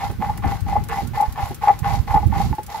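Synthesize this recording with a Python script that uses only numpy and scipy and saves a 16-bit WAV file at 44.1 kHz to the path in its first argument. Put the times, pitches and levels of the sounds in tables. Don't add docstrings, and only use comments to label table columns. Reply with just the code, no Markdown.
import sys
import numpy as np
from scipy import signal
from scipy.fft import rfft, irfft, next_fast_len
from scipy.io import wavfile
from scipy.ndimage import uniform_filter1d, minimum_filter1d, map_coordinates

SR = 44100
rng = np.random.default_rng(int(sys.argv[2]) if len(sys.argv) > 2 else 0)


def unload_wav(signal):
    wavfile.write(
        sys.argv[1],
        SR,
        np.round(np.clip(np.atleast_2d(signal).T, -1, 1) * 32767).astype(np.int16),
    )


N = 123480

PUSHES = [(-.06, 0.22, -26, -33, -42), (.42, 0.22, -26.5, -33.5, -44), (.885, 0.2, -25.5, -32.5, -40),
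          (1.35, 0.23, -27.5, -36, -42), (1.825, 0.23, -23, -33, -39.5), (2.315, 0.24, -27.5, -34, -39.5)]
PULLS = [(.195, 0.25, -30.5, -41, -48), (.66, 0.23, -29.5, -40.5, -47), (1.13, 0.22, -28.5, -34.5, -42.5),
         (1.61, 0.22, -28.5, -32.5, -43.5), (2.068, 0.26, -27.5, -36, -43.5), (2.68, 0.27, -34, -40, -43.5)]
PUSH_SHAPE = {"ring": (0.18, 0.33, 0.3), "rasp": (0.043, 0.24, 0.6), "scrape": (0.34, 0.2, 0.59)}
PULL_SHAPE = {"ring": (0.066, 0.39, 0.45), "rasp": (0.1, 0.2, 0.57), "scrape": (0.13, 0.19, 1)}
# (pitch [Hz], width [Hz], level [dB])
ROLLER_MODES = [(820, 27.5, 5), (2031, 45, -14.5)]
# (pitch [Hz], width [Hz], level [dB])
STONE_MODES = [(461.5, 33, 7), (1078, 122, 7), (1420, 210, -7.5), (1746, 127, -3), (1970, 37, -2)]
PUSH_DAMPING, PUSH_DETUNE_HZ = 1.37, -4
# (frequency [Hz], relative level [dB])
SCRAPE_COLOUR = [(200, 14), (1500, -3), (3450, 4), (4400, 6), (7000, -0.5), (8600, -8.5), (15000, -10)]
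PASTE_COLOUR = [(1000, -95), (7500, -1), (8900, -18), (10300, 0), (12500, -0.5), (16000, -16)]
PASTE_DB = -7.5
# (frequency [Hz], relative level [dB])
AIR_COLOUR = [(20, -38), (45, 1), (110, 0.5), (250, -13.5), (2000, -68)]
# (time [s], level [dB])
AIR_LEFT = [(.33, -30.5), (.47, -15.5), (.6, -27.5), (.8, -21.5), (.95, -34.5), (2.2, -31), (2.54, -24),
            (2.57, -39)]
AIR_RIGHT = [(.2, -27), (.64, -30.5), (.74, -20.5), (.85, -32.5), (1.08, -19), (1.2, -31), (1.719, -36.5),
             (1.95, -17), (2.08, -24), (2.25, -14), (2.541, -18.5), (2.571, -41)]
PUFFS = {"left": [(.491, -12.5), (.625, -10), (2.285, -14)], "right": [(.102, -14), (1.288, -10),
         (1.438, -10.5), (1.826, -11), (1.936, -7), (2.003, -5), (2.111, -8), (2.241, -10), (2.262, 0.5)]}
PUFF_HZ, PUFF_WIDTH_S = 90, 0.0071
# (frequency [Hz], relative level [dB])
HUSH_COLOUR = [(300, 4.5), (1400, 8), (8800, -10), (12000, -4.5)]
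HUSH_DB = -48.5
# (pitch [Hz], width [Hz], level [dB])
SLAB_MODES = [(467, 20, -6), (376, 62, -7)]
# (time [s], level [dB])
ROCKS = [(0.098, -27.5), (1.02, -33), (1.509, -31), (2.583, -29.5)]
ROCK_T60_S = 0.11
# (time [s], level [dB])
SMACKS = [(.113, -37.5), (.375, -31), (0.606, -37), (.838, -32.5), (0.886, -32), (1.073, -32.5),
          (1.21, -29.5), (1.324, -34), (1.545, -30), (1.79, -29.5), (2.265, -32), (2.55, -37), (2.632, -34),
          (2.664, -33.5)]
# (frequency [Hz], relative level [dB])
SMACK_COLOUR = [(400, -51), (1100, -3.5), (7500, 8), (11500, 9), (16000, 6.5)]
SMACK_T60_S = 0.036
# (start [s], first pitch [Hz], last pitch [Hz])
GLIDES = [(0.121, 1650, 1420), (.55, 1630, 1480), (1.04, 1270, 1526)]
GLIDE_S, GLIDE_DB = 0.072, -50.5
# (time [s], level [dB], pitch [Hz])
CATCHES = [(.222, -14.5, 827), (.237, -17, 832), (.293, -12.5, 833), (.441, -17, 802), (.725, -14, 815),
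           (.753, -14.5, 770), (.762, -9, 837), (1.172, -14.5, 828), (1.2, -7.5, 834.5), (1.222, -9, 830),
           (1.234, -14, 860), (1.634, -11.5, 829), (1.671, -7, 834), (1.683, -0.5, 819), (1.696, -3.5, 816),
           (2.109, -14, 850), (2.14, -8, 839.5), (2.155, -7.5, 850), (2.17, -8, 836), (2.228, -20, 820),
           (2.325, -18, 870), (2.4, -13.5, 812), (2.527, -19.5, 860), (2.582, -18, 847.5),
           (2.743, -18.5, 878)]
CATCH_ATTACK_S, CATCH_HOLD_S, CATCH_T60_S = 0.0039, 0.0069, 0.063
CATCH_ROUGH = 0.15
# (time [s], level [dB])
CRACKS = [(0.223, -18.5), (0.247, -20.5), (0.38, -28), (0.444, -22.5), (1.683, -11.5), (1.695, -16.5),
          (2.108, -18.5), (2.162, -17.5), (2.528, -24)]
ROOM_T60_S, ROOM_DB = 0.07, -8.5
RIGHT_DB = 2
LEFT_LEAD_S = .00006
TOP_HZ = 15700


def amp(db):
    return 10 ** (np.asarray(db) / 20)


def unit(x):
    return x / np.sqrt(np.mean(x ** 2) + 1e-20)


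def wobble(rate):
    points = rng.standard_normal(int(N * rate / SR) + 4)
    return map_coordinates(points, [np.arange(N) * rate / SR])


def filtered(x, response):
    m = next_fast_len(N + SR // 2)
    spectrum = rfft(x, m) * response(np.fft.rfftfreq(m, 1 / SR))
    return irfft(spectrum, m)[..., :N]


def coloured(x, points):
    f, db = np.transpose(points)
    return unit(filtered(x, lambda hz: amp(np.interp(np.log(hz + 1), np.log(f), db))))


def resonated(x, modes, level=1):
    def body(f):
        return sum(amp(db) * 1j * f * w / (c * c - f * f + 1j * f * w) for c, w, db in modes)
    return filtered(level * x, body) / np.std(filtered(x, body))


def grains(rate, spread_db, apart):
    present = rng.random((3, N)) < rate / SR
    heights = rng.standard_normal((3, N))
    scatter = np.clip(rng.standard_normal((3, N)), -2, 2)
    hits = present * heights * amp(spread_db * scatter)
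    return unit(hits[0] + apart * hits[1:])


def burst(start, t60):
    t = np.maximum(np.arange(N) / SR - start, 0)
    attack = 1 - np.exp(-t / .0003)
    return attack * amp(-60 * np.minimum(t / t60, 2))


def swell(start, length, attack, hold, release):
    u = (np.arange(N) / SR - start) / length
    return np.clip(u / attack, 0, 1) * amp(-20 * np.maximum(u - attack - hold, 0) / release)


def effort(layer, ways=("push", "pull")):
    level = np.zeros(N)
    for way in ways:
        strokes, shape = (PUSHES, PUSH_SHAPE) if way == "push" else (PULLS, PULL_SHAPE)
        for start, length, ring_db, rasp_db, scrape_db in strokes:
            db = {"ring": ring_db, "rasp": rasp_db, "scrape": scrape_db}[layer]
            level += amp(db) * swell(start, length, *shape[layer])
    return level


def leaning_right(x):
    return x * amp([[-RIGHT_DB / 2], [RIGHT_DB / 2]])


def radiated(x):
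    band = signal.butter(2, [480, 2900], "bandpass", fs=SR, output="sos")
    return signal.sosfilt(band, x)


def grinding():
    judder = wobble(130)
    slips = grains(rate=900, spread_db=-0.5, apart=0.26)
    pressed = [(hz + PUSH_DETUNE_HZ, width * PUSH_DAMPING, db) for hz, width, db in ROLLER_MODES]
    push_ring = effort("ring", ["push"]) * resonated(slips, pressed)
    pull_ring = effort("ring", ["pull"]) * resonated(slips, ROLLER_MODES)

    grit = grains(rate=800, spread_db=3, apart=.65) * amp(2.5 * judder)
    rasp = effort("rasp") * resonated(grit, STONE_MODES)

    scraping = grains(rate=7000, spread_db=6.0, apart=3.9) * amp(2.0 * judder)
    scrape = coloured(scraping, SCRAPE_COLOUR)
    fizz = grains(rate=6000, spread_db=4, apart=1.3) * amp(2.5 * wobble(90))
    paste = amp(PASTE_DB) * coloured(fizz, PASTE_COLOUR)
    hiss = effort("scrape") * (scrape + paste)
    return radiated(push_ring + pull_ring + rasp) + leaning_right(hiss)


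def air():
    t = np.arange(N) / SR
    level = np.array([amp(np.interp(t, *np.transpose(port))) for port in (AIR_LEFT, AIR_RIGHT)])
    lumps = amp(4 * np.array([wobble(45), wobble(45)]))
    out = level * coloured(rng.standard_normal((2, N)) * lumps, AIR_COLOUR)
    for port, puffs in enumerate(PUFFS.values()):
        for (start, db), scatter in zip(puffs, rng.standard_normal(len(puffs))):
            u = t - start
            hz = PUFF_HZ * np.exp(0.28 * scatter)
            bump = np.exp(-(u / PUFF_WIDTH_S) ** 2)
            out[port] -= amp(db) * bump * np.cos(2 * np.pi * hz * u)
    return out


def hush():
    return amp(HUSH_DB) * coloured(grains(rate=SR, spread_db=3, apart=1.4), HUSH_COLOUR)


def slab():
    level = sum(amp(db) * burst(start, ROCK_T60_S) for start, db in ROCKS)
    return level * resonated(rng.standard_normal(N), SLAB_MODES)


def smacks():
    level = sum(amp(db) * burst(start, SMACK_T60_S) for start, db in SMACKS)
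    crackle = grains(rate=12000, spread_db=3, apart=1.3)
    return leaning_right(level * coloured(crackle, SMACK_COLOUR))


def glides():
    out = np.zeros(N)
    for start, first_hz, last_hz in GLIDES:
        u = np.clip((np.arange(N) / SR - start) / GLIDE_S, 0, 1)
        hz = first_hz + (last_hz - first_hz) * u
        out += np.sin(np.pi * u) * np.sin(2 * np.pi * np.cumsum(hz) / SR)
    return amp(GLIDE_DB) * out


def catches():
    ring = np.zeros(N)
    for start, db, hz in CATCHES:
        t = np.maximum(np.arange(N) / SR - start, 0)
        ring *= np.clip(1 - t / CATCH_ATTACK_S, 0, 1)
        live = (t > 0) & (t < 2 * CATCH_T60_S)
        t = t[live]
        fade_db = -60 * np.maximum(t - CATCH_HOLD_S, 0) / CATCH_T60_S
        attack = np.minimum(t / CATCH_ATTACK_S, 1)
        ring[live] += amp(db + fade_db) * attack * np.sin(2 * np.pi * hz * t)
    return ring * (1 + CATCH_ROUGH * wobble(900))


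def cracks():
    blow = np.gradient(1. * (np.arange(N) == 1))
    ringing = resonated(blow, STONE_MODES)
    knock = radiated(radiated(ringing))[:SR // 10]
    hits = np.zeros(N)
    for start, db in CRACKS:
        hits[round(start * SR)] = amp(db)
    return leaning_right(signal.fftconvolve(hits, knock / np.abs(knock).max())[:N])


def shelter(x):
    t = np.arange(SR // 4) / SR
    fade = amp(-60 * t / ROOM_T60_S) * (t > .004)
    tail = rng.standard_normal((2, len(t))) * fade
    return signal.fftconvolve(x, tail / np.linalg.norm(tail[0]), axes=1)[:, :N]


def scene():
    work = grinding() + slab() + smacks() + catches() + cracks()
    work = filtered(work, lambda hz: np.exp(1j * np.pi * LEFT_LEAD_S * np.outer([1, -1], hz)))
    return work + amp(ROOM_DB) * shelter(work) + glides() + air() + hush()


def record(dry):
    need = np.minimum(1, .9 / (np.abs(dry).max(axis=0) + 1e-20))
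    gain = uniform_filter1d(minimum_filter1d(need, size=440), size=440)
    return filtered(dry * gain, lambda hz: hz < TOP_HZ)


dry = scene()
out = record(dry)
unload_wav(out)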